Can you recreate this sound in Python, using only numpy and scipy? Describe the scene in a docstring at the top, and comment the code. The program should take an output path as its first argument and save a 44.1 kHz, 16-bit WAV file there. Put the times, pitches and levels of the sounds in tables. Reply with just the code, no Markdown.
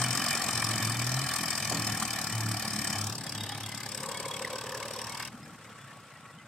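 """A three-cylinder diesel tractor strains against a loaded trailer in a field, some metres from a phone.
From the start each firing thumps in the exhaust, growls in the muffler, spits stack hiss and rings the block;
tyres rumble, a driveline tone drones in spells and the trailer bed bumps. At 3 s the engine eases and sheet metal
rings with the knocks; from about 4 s noisy gears grind, single case modes are struck and the hitch creaks.
At 5.3 s the throttle shuts: the engine coasts down with a faint block rattle, low thuds and more creaks."""
import sys
import numpy as np
from scipy import signal
from scipy.fft import rfft, irfft, next_fast_len
from scipy.io import wavfile
from scipy.ndimage import uniform_filter1d, map_coordinates

SR = 44100
rng = np.random.default_rng(int(sys.argv[2]) if len(sys.argv) > 2 else 0)


def dump(signal):
    """Clip the signal to [-1, 1] and save it as 16-bit WAV at the path in sys.argv[1]."""
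    limited = np.clip(np.atleast_2d(signal).T, -1, 1)
    pcm = np.round(limited * 32767).astype(np.int16)
    wavfile.write(sys.argv[1], SR, pcm)


def gain_from_db(level_db):
    """Turn a decibel level (scalar or array-like) into a linear amplitude factor."""
    decades = np.asarray(level_db, float) / 20
    return 10 ** decades


N = 285327
TIME = np.arange(N) / SR

# engine speed: t/s, firing rate/Hz
FIRING_RATE = [(0.0, 44.5), (0.3, 45.07), (0.8, 43.7), (1.0, 40.13), (1.5, 41.97), (1.75, 40.92),
               (2.2, 36.14), (2.5, 37.07), (2.8, 35.87), (3.95, 34.96), (4.2, 36.15), (5.05, 37.47),
               (5.3, 39.93), (5.45, 38.72), (6.1, 29.22), (6.47, 26.88)]
# per cylinder, before random scatter: hiss level/dB, ring level/dB, thump level/dB
CYLINDERS = [(0, -12.5, 5.5), (1.5, -12.5, 4.5), (2.2, -12.5, 6)]
# load on the engine, as stack hiss: t/s, level/dB
LOAD = [(0, -33.5), (1, -35), (2, -35), (2.35, -36.5), (2.98, -36), (3.2, -42.5), (3.75, -44.5), (4, -41.5),
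        (4.6, -45.5), (5, -44), (5.275, -44.5), (5.3, -62), (5.85, -62), (6.1, -64.5), (6.47, -68.5)]
# stage of the pull: t/s, stage (0 straining, 1 eased, 2 throttle shut)
STAGE = [(0, 0), (2.95, 0), (3.2, 1), (5.28, 1), (5.31, 2), (6.47, 2)]
# per stage: mean hiss level/dB, ring level/dB, thump level/dB, pulsed share (0-1), top-treble hiss level/dB
STAGE_SETTINGS = [(-35, -36.5, -44, 0.73, -2), (-38, -45.5, -51, 0.88, -1), (-63.5, -51, -58.5, 0.46, 1)]
# per stage: slope of ring level against load (dB/dB)
RING_PER_LOAD = [1.77, 0.077, 0.42]
# stack hiss spectrum: f/Hz, density level/dB per Hz
STACK = [(2060, -12.5), (3500, -16), (3900, -7.5), (5350, -0.5), (6300, -9), (8280, -4.5), (8820, -7),
         (9940, -13), (12700, -11), (15100, -23), (15900, -19)]
# block and bonnet resonances, one list per stage: f/Hz, width/Hz, level/dB
BLOCK = [
    [(738, 232, -2.5), (1142, 205, 0), (1374, 170, -5.5), (1768, 270, 1.5), (2370, 320, -1.5),
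     (3056, 203, -1.5), (3563, 220, -7)],
    [(826, 1610, 9.5), (1205, 300, 16), (1620, 480, 11.5), (2620, 1370, 11.5), (3320, 2740, 10.5)],
    [(473, 230, -4), (1124, 70, 1), (1350, 79, 6), (1360, 2370, -3.5), (2480, 6000, -18), (8040, 2700, -15)],
]
# exhaust pipe resonances: f/Hz, width/Hz, level/dB
PIPE = [(73.6, 12, 1.5), (114.5, 19.7, 6), (217.4, 28, -2), (289, 48, -13.5)]
# exhaust growl, 3 dB above the level used: t/s, level/dB
GROWL = [(0.0, -42), (0.21, -37.5), (0.29, -46), (0.77, -39), (1.26, -43), (1.31, -63), (1.41, -38),
         (1.66, -52), (1.75, -36.5), (2.36, -45), (2.5, -33), (2.61, -46), (2.77, -37), (3.17, -46.5),
         (4.34, -52), (5.46, -50.5), (5.78, -62.5), (6.47, -57.5)]
# muffler resonances: f/Hz, width/Hz, level/dB
MUFFLER = [(160, 71, 1), (212, 50, 2.5), (283.2, 59, -0.5), (343, 34, -11)]
# tyres and chassis: t/s, level/dB
SOIL = [(0, -48), (.8, -39.5), (1.4, -53), (1.75, -42), (2.2, -47), (3.08, -45.5), (3.3, -43.5), (4.6, -53),
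        (5.28, -51), (5.35, -52.5), (5.6, -55.5), (6.47, -59.5)]
# tyre and chassis spectrum: f/Hz, density level/dB per Hz
RUMBLE = [(15, -56), (25, -62), (85, -9.5), (112, 4.5), (150, 4), (195, -3), (279, -6), (325, -11),
          (479, -16.5), (900, -11), (1170, -63), (1980, -120)]
# air on the microphone ports: f/Hz, density level/dB per Hz
BREEZE = [(15, -6), (30, -6), (60, 2), (120, -21), (300, -60)]
# driveline drone pitch, before a random waver: t/s, f/Hz
DRONE = [(0, 126), (0.549, 115.3), (.8, 111.1), (1.049, 121), (1.23, 137.2), (1.652, 113.9), (1.93, 107.5),
         (2.3, 114.4), (2.581, 109), (2.8, 103.6), (3.171, 103.6), (3.6, 105.6), (3.85, 115.6)]
# spells of drone: start t/s, end t/s, multiple of the pitch, level/dB
HUMS = [(0.01, 0.108, 1, -32.5), (0.546, 0.96, 1, -37), (1.013, 1.215, 1, -33), (1.657, 1.943, 1, -40.5),
        (2.346, 2.562, 1, -36), (2.736, 2.904, 2, -48.5), (2.967, 3.07, 1, -38.5), (3.288, 3.452, 1, -42.5),
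        (3.553, 3.863, 1, -47.5)]
# trailer bumps: t/s, level/dB, decay/s
JOLTS = [(1.72, -34, 0.0071), (1.733, -38, 0.042), (5.32, -63, 0.052)]
# trailer bed resonances: f/Hz, width/Hz, level/dB
TRAILER = [(256, 150, 12), (655, 590, 9), (1250, 370, -10)]
# sheet metal modes: f/Hz, width/Hz
PANELS = [(1730, 110), (2186, 120), (2780, 190), (3030, 200), (3330, 120), (3715, 170), (4760, 650),
          (5570, 480), (8000, 1500), (1533, 100), (2050, 85), (807, 120), (1166, 95)]
# clearest panel ringing: start t/s, end t/s, row of PANELS from 0, level/dB
SPELLS = [(3.276, 3.554, 4, -55), (3.49, 3.54, 11, -52), (3.63, 3.69, 4, -47), (3.66, 3.867, 10, -56.5),
          (3.796, 3.912, 12, -52), (3.25, 3.55, 6, -51), (3.352, 3.66, 5, -54), (3.923, 4.17, 8, -51),
          (4.09, 4.37, 4, -55), (4.31, 4.433, 1, -54.5), (4.93, 5.168, 7, -47), (5.1, 5.294, 1, -52)]
# gears under strain, low then high: start t/s, end t/s, level/dB, fade/s
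GRIND = [(4.09, 4.92, -46, 0.3), (4.03, 5.25, -46.5, 0.06)]
# gear case resonances, low list then high: f/Hz, width/Hz, level/dB
GEARS = [
    [(418, 150, -7), (533, 92, 2)],
    [(726, 400, -5.5), (960, 145, 11.5), (1103, 160, 10)],
]
# hardest knocks in the gear case: start t/s, level/dB, f/Hz
KNOCKS = [(4.359, -38, 530.6), (4.409, -36, 525), (4.503, -38, 537), (4.529, -36, 540.5), (4.691, -38, 530),
          (4.851, -36.5, 550), (4.056, -37, 1070), (4.139, -35.5, 1060), (4.471, -34, 1070),
          (4.553, -37.5, 1060), (4.769, -39, 1040), (4.956, -34, 1070), (4.6673, -36, 1730),
          (4.7232, -35, 1710), (4.7481, -33.5, 1710), (4.8269, -32.5, 2200)]
# hitch creaks and rings: centre t/s, level/dB, f/Hz, length/s
CREAKS = [(4.157, -41, 2200, 0.027), (4.2, -37, 2230, 0.01), (4.256, -38, 2200, 0.013),
          (4.45, -29, 2020, 0.0052), (5.438, -52, 5160, 0.023), (5.818, -58, 3430, 0.052),
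          (5.9, -50, 1800, 0.05), (6.163, -54, 1900, .03), (6.3, -52, 1940, 0.037),
          (6.388, -49, 3100, 0.008), (6.4, -54, 2030, 0.052)]
# dull thuds of the coasting tractor: centre t/s, level/dB, f/Hz, length/s
THUDS = [(5.28, -43, 126, 0.043), (5.35, -44, 240, 0.049), (5.438, -47.5, 213, .05),
         (5.842, -46, 131.4, 0.088), (5.973, -52, 123, .06), (6.134, -45, 147.8, 0.019),
         (6.243, -49, 139.4, 0.028), (6.357, -43, 160, 0.027)]
# left-right likeness: f/Hz, correlation (0-1)
ALIKE = [(60, 0.92), (1200, 0.98), (2700, 0.76), (3600, 0.6), (4200, 0.13), (9000, 0.23), (15000, 0.098)]
# left over right: f/Hz, level/dB
LEFT = [(60, 0.5), (2500, 0.4), (4200, -1), (6400, 6), (9000, 11.5), (11500, -4), (15000, 5)]
# phase by which left leads right: f/Hz, phase/rad
LEAD = [(60, 0), (3600, 0.11), (4300, 1.17), (7400, 1.7), (8300, 0.044), (15000, 0)]

FIRST = .165  # part of a firing interval already run at t = 0
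AHEAD = .45  # part of an interval by which exhaust pulses lead the hiss
HUM_FADE_S, OVERTONE_DB = 0.092, -15  # overtones relative to LOAD
STRAY_DB, STRAY_SWING_DB = -63, 3  # random ringing of every panel
KNOCK_RISE_S, KNOCK_CYCLES = 0.0016, 10
TOP_HZ = 15800


def unit(x):
    """Scaled to rms 1."""
    return x / np.sqrt(np.mean(x ** 2) + 1e-20)


def along(points, hz):
    """(f/Hz, value) points read on a log frequency axis."""
    f, v = np.transpose(points)
    return np.interp(np.log(hz + 1), np.log(f + 1), v)


def curve(rows):
    """(t/s, value) points interpolated at every sample."""
    t, v = np.transpose(rows)
    return np.interp(TIME, t, v)


def during(start_s, end_s, fade_s):
    """1 from start to end, fading linearly outside."""
    return np.clip(1 + np.minimum(TIME - start_s, end_s - TIME) / fade_s, 0, 1)


def wobble(rate_hz):
    """A smooth random curve with rate_hz knots a second."""
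    return map_coordinates(rng.standard_normal(int(N * rate_hz / SR) + 4), [TIME * rate_hz])


def ragged(rate_hz, depth_db):
    """A gain that jumps about, breaking a noise into clatter."""
    return unit(gain_from_db(depth_db * wobble(rate_hz)))


def filtered(x, response):
    """x times a complex response of frequency."""
    m = next_fast_len(N + 8192)
    return irfft(rfft(x, m) * response(np.fft.rfftfreq(m, 1 / SR)), m)[..., :N]


def resonant(x, modes, order=1):
    """x through parallel resonances of alternating sign; order 2 darkens the valleys between them."""
    def response(f):
        total = 0
        for k, (centre, width, db) in enumerate(modes):
            peak = 1j * f * width / (centre * centre - f * f + 1j * f * width)
            total = total + (-1) ** k * gain_from_db(db) * peak ** order
        return total
    return filtered(x, response)


def patchy(x, patch_db, size, frames):
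    """x with random gains over time-frequency patches (size bins by frames), the same for both rows."""
    z = signal.stft(np.pad(x, ((0, 0), (0, 512))), nperseg=256)[2]
    field = uniform_filter1d(rng.standard_normal(z.shape[1:]), size, 0)
    field = uniform_filter1d(field, frames, 1)
    return signal.istft(z * gain_from_db(patch_db * unit(field)), nperseg=256)[1][:, :N]


def firings():
    """Firing number, seconds from that firing, and firing intervals run, for every sample."""
    rate_hz = curve(FIRING_RATE)
    turns = FIRST + np.cumsum(rate_hz) / SR
    number = np.floor(turns + .3).astype(int)  # each firing's span opens 0.3 interval early
    return number, (turns - number) / rate_hz, turns


def burst(since_s, rise_s, fall_s):
    """An envelope swelling up to each event and dying after it (time constants)."""
    return np.where(since_s < 0, np.exp(-(since_s / rise_s) ** 2), np.exp(-since_s / fall_s))


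def echoing(number, since_s, share):
    """Two noises in which each firing partly repeats the waveform of its neighbours."""
    shapes = rng.standard_normal((2, number[-1] + 1, 2048))
    shapes = unit(uniform_filter1d(shapes, size=5, axis=1))
    repeated = shapes[:, number, np.round(since_s * SR).astype(int) % 2048]
    share = np.clip(share, 0, 1)
    return np.sqrt(share) * repeated + np.sqrt(1 - share) * rng.standard_normal((2, N))


def stack_flow(number, since_s, size_db, pulsed):
    """Gas spits from the stack for a few ms over a thin steady flow; returns turbulence and spit envelope."""
    # some strokes are sharp, some drawn out
    slack = np.exp(.15 * rng.standard_normal(number[-1] + 1))[number]
    first = burst(since_s / slack, 0.0032, 0.0018)
    second = 0.62 * burst(since_s - .003, 0.0036, 0.0046)
    spit = unit(gain_from_db(size_db) * (first + second + 0.043))
    flow = (pulsed * spit + 1 - pulsed) * echoing(number, since_s, 0.31 * pulsed)
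    flow = patchy(flow, patch_db=2.2, size=2, frames=30)
    # each spit has its own colour
    return patchy(flow, patch_db=1.4, size=9, frames=7), spit


def stack_hiss(flow, edge_db):
    """Turbulence coloured by the stack, with a gain of edge_db above about 9.5 kHz."""
    hiss = unit(filtered(flow, lambda hz: gain_from_db(along(STACK, hz))))
    top = filtered(hiss, lambda hz: 1 / (1 + (9500 / (hz + 1)) ** 12))
    return hiss + (gain_from_db(edge_db) - 1) * top


def combustion_blows(number, since_s, size_db, pulsed):
    """Combustion knock, with a duller tick of the valve gear ahead of it."""
    knock = burst(since_s - .001, 0.0013, 0.0047)
    blows = pulsed * unit(gain_from_db(size_db) * (knock + 0.55)) + 1 - pulsed
    blows = blows * echoing(number, since_s, 0.49 * pulsed)
    tick = pulsed * burst(since_s + 0.0061, 0.0016, 0.0017) * echoing(number, since_s, 0.19)
    return blows + 2.35 * filtered(tick, lambda hz: 1 / (1 + (hz / 1400) ** 6))


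def block_ring(blows, pulsed, stage):
    """Blows and, more when coasting, a faint rush and rattle excite the block modes of each stage."""
    struck = patchy(blows * ragged(250, depth_db=2.3), patch_db=2.8, size=1, frames=9)
    rattle = ragged(120, depth_db=2.3) * rng.standard_normal((2, N))
    rattle = patchy(rattle, patch_db=4.0, size=1, frames=8)
    shake = pulsed * unit(struck) + (1 - pulsed) * unit(rattle)
    ring = 0
    for k, modes in enumerate(BLOCK):
        share = np.sqrt(np.clip(1 - abs(stage - k), 0, 1))
        ring = ring + share * unit(resonant(shake, modes, order=2))
    return ring


def exhaust_thump(turns, size_db, stage):
    """One pressure pulse a firing, uneven once the throttle is shut, rings the pipe."""
    uneven = 0.069 * np.clip(stage - 1, 0, 1) * wobble(29)
    pulses = np.diff(np.floor(turns + AHEAD + uneven), prepend=0) * gain_from_db(size_db)
    # the microphone loses the fundamental
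    return unit(filtered(resonant(pulses, PIPE),
                         lambda hz: (1j * hz / 70 / (1 + 1j * hz / 70)) ** 4 / (1 + 1j * hz / 350)))


def engine():
    """Firings drive stack hiss, block ring and panels (two channels) and the exhaust thump (one)."""
    number, since_s, turns = firings()
    load_db, stage = curve(LOAD), curve(STAGE)

    def staged(values):
        return np.interp(stage, np.arange(3), values)

    mean_db, ring_db, thump_db, pulsed, edge_db = map(staged, np.transpose(STAGE_SETTINGS))
    ring_db = ring_db + staged(RING_PER_LOAD) * (load_db - mean_db)
    pulsed = np.clip(pulsed, 0, 1)
    scatter_db = rng.standard_normal((number[-1] + 1, 3)) * [1.1, 1.3, .6]
    size_db = np.array(CYLINDERS)[number % 3].T + scatter_db[number].T

    flow, spit = stack_flow(number, since_s, size_db[0], pulsed)
    blows = combustion_blows(number, since_s, size_db[1], pulsed)
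    hiss = gain_from_db(load_db) * stack_hiss(flow, edge_db)
    ring = gain_from_db(ring_db) * block_ring(blows, pulsed, stage)
    drive = unit(flow * np.sqrt(spit)) + 0.57 * unit(blows)
    sheet = panels(drive, eased=np.clip(1 - abs(stage - 1), 0, 1))
    thump = gain_from_db(thump_db) * exhaust_thump(turns, size_db[2], stage)
    return hiss + ring + sheet, thump


def growl():
    """Gas pulses and turbulence in the muffler, ahead of each spit from the stack."""
    _, _, turns = firings()
    puffs = (1 + 0.57 * np.cos(2 * np.pi * (turns + 0.19))) * rng.standard_normal((2, N))
    pulses = np.diff(np.floor(turns + AHEAD), prepend=0) * gain_from_db(.8 * wobble(30))
    mix = unit(resonant(pulses, MUFFLER, order=2)) * [[1], [0]]  # pulses in the first row only
    mix = mix + .55 * unit(resonant(puffs, MUFFLER, order=2))
    return gain_from_db(curve(GROWL) - 3.0) * unit(mix)


def tyres():
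    """Low rumble of lugs churning the soil: wavering noise with a fixed spectrum."""
    churn = gain_from_db(1.2 * wobble(10)) * rng.standard_normal((2, N))
    return gain_from_db(curve(SOIL)) * unit(filtered(churn, lambda hz: gain_from_db(along(RUMBLE, hz))))


def breeze():
    """A faint low stir of air, dying down by 2 dB/s, a little different at each port."""
    air = rng.standard_normal(N) + 0.33 * rng.standard_normal((2, N))
    level_db = -69.0 - 2.0 * TIME + 4.1 * wobble(2.83)
    return gain_from_db(level_db) * unit(filtered(air, lambda hz: gain_from_db(along(BREEZE, hz))))


def drone():
    """A wavering low drone and overtones, from 2 s close to three times the firing rate;
    the overtone level follows the load."""
    phase = 2 * np.pi * np.cumsum(curve(DRONE) + wobble(15)) / SR

    def level(multiple):
        return sum(gain_from_db(db) * during(start, end, HUM_FADE_S) ** 2
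                   for start, end, k, db in HUMS if round(k) == multiple)

    octave = level(2) + gain_from_db(curve(LOAD) + OVERTONE_DB) * during(0, DRONE[-1][0], HUM_FADE_S)
    low = level(1) * gain_from_db(2.2 * wobble(18)) * np.sin(phase)
    high = np.sin(2 * phase) + gain_from_db(-17.5) * np.sin(3 * phase)
    return np.sqrt(2) * (low + octave * gain_from_db(2.0 * wobble(9)) * high)


def trailer():
    """Bumps: noise bursts through the dull resonances of the trailer bed."""
    blows = np.zeros(N)
    for t, db, decay_s in JOLTS:
        blows += gain_from_db(db) * burst(TIME - t, 0.011, decay_s)
    return blows * unit(resonant(rng.standard_normal(N), TRAILER, order=2))


def panels(drive, eased):
    """Sheet metal ringing in spells with the knocks, and at random while the engine is eased."""
    levels = [eased * gain_from_db(STRAY_DB + STRAY_SWING_DB * wobble(7)) for _ in PANELS]
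    for start, end, number, db in SPELLS:
        levels[round(number)] = levels[round(number)] + gain_from_db(db) * during(start, end, 0.013)
    total = 0
    for level, (hz, width) in zip(levels, PANELS):
        ring = unit(resonant(drive, [(hz, width, 0)], order=2))
        total = total + level * gain_from_db(1.7 * wobble(25.02)) * ring
    return total


def gears():
    """Tooth contacts rattling the gear case, hardest as each firing loads the shaft."""
    _, since_s, _ = firings()
    low = burst(since_s + 0.0026, 0.0047, 0.0059) + 0.83
    high = burst(since_s + 0.0078, 0.0012, 0.0018) + 0.37 * burst(since_s - .002, 0.0012, 0.0059) + 0.93
    total = 0
    for (start, end, db, fade), stroke, modes in zip(GRIND, (low, high), GEARS):
        teeth = stroke * ragged(60, depth_db=2.5) * rng.standard_normal((2, N))
        level = gain_from_db(db + 1.7 * wobble(4.06)) * during(start, end, fade)
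        total = total + level * unit(resonant(teeth, modes, order=2))
    return total


def knocks():
    """Single blows, each swelling, then dying over KNOCK_CYCLES in one mode of the gear case."""
    total = np.zeros(N)
    for t, db, hz in KNOCKS:
        swell = burst(TIME - t - KNOCK_RISE_S, KNOCK_RISE_S, KNOCK_CYCLES / hz)
        total += gain_from_db(db) * swell * np.sin(2 * np.pi * hz * TIME + wobble(60))
    return total


def short_rings(rows):
    """Narrow tones with ragged bell-shaped envelopes and wandering phase."""
    total = np.zeros(N)
    for t, db, hz, length_s in rows:
        swell = np.exp(-(2 * (TIME - t) / length_s) ** 2) * ragged(hz / 15, depth_db=2.5)
        total += gain_from_db(db) * swell * np.sin(2 * np.pi * hz * TIME + wobble(hz / 12))
    return total


def hitch():
    """Creaks: short narrow rings of the coupling."""
    return short_rings(CREAKS)


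def coasting_thuds():
    """Dull thuds of the coasting tractor: short low rings."""
    return short_rings(THUDS)


def ports(pair):
    """Two microphone ports: alike in the bass, apart in level and phase in the treble."""
    def spread(hz):
        turn = np.arccos(np.clip(along(ALIKE, hz), -1, 1)) / 2
        return np.array([np.cos(turn), np.sin(turn)])

    def lean(hz):
        left = gain_from_db(along(LEFT, hz) / 2) * np.exp(.5j * along(LEAD, hz))
        return np.array([left, 1 / left])

    mid, side = filtered(pair, spread)
    return filtered(np.array([mid + side, mid - side]), lean)


def scene():
    """The tractor and its trailer as the two ports hear them."""
    noisy, thump = engine()
    wide = ports(noisy + growl() + tyres() + gears())
    single = thump + drone() + trailer() + knocks() + hitch() + coasting_thuds()
    return wide + single * gain_from_db([[.2], [-.2]])


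def roll_off(x):
    """The treble ends steeply here."""
    return signal.sosfilt(signal.butter(12, 16030, fs=SR, output="sos"), x)


def record(dry):
    """The small microphone loses deep bass and catches the breeze; the tractor's sound ends at TOP_HZ."""
    heard = filtered(dry, lambda hz: (1j * hz / 55 / (1 + 1j * hz / 55)) ** 2 * (hz < TOP_HZ))
    mix = heard + breeze()
    return roll_off(mix)


dry = scene()
out = record(dry)
dump(out)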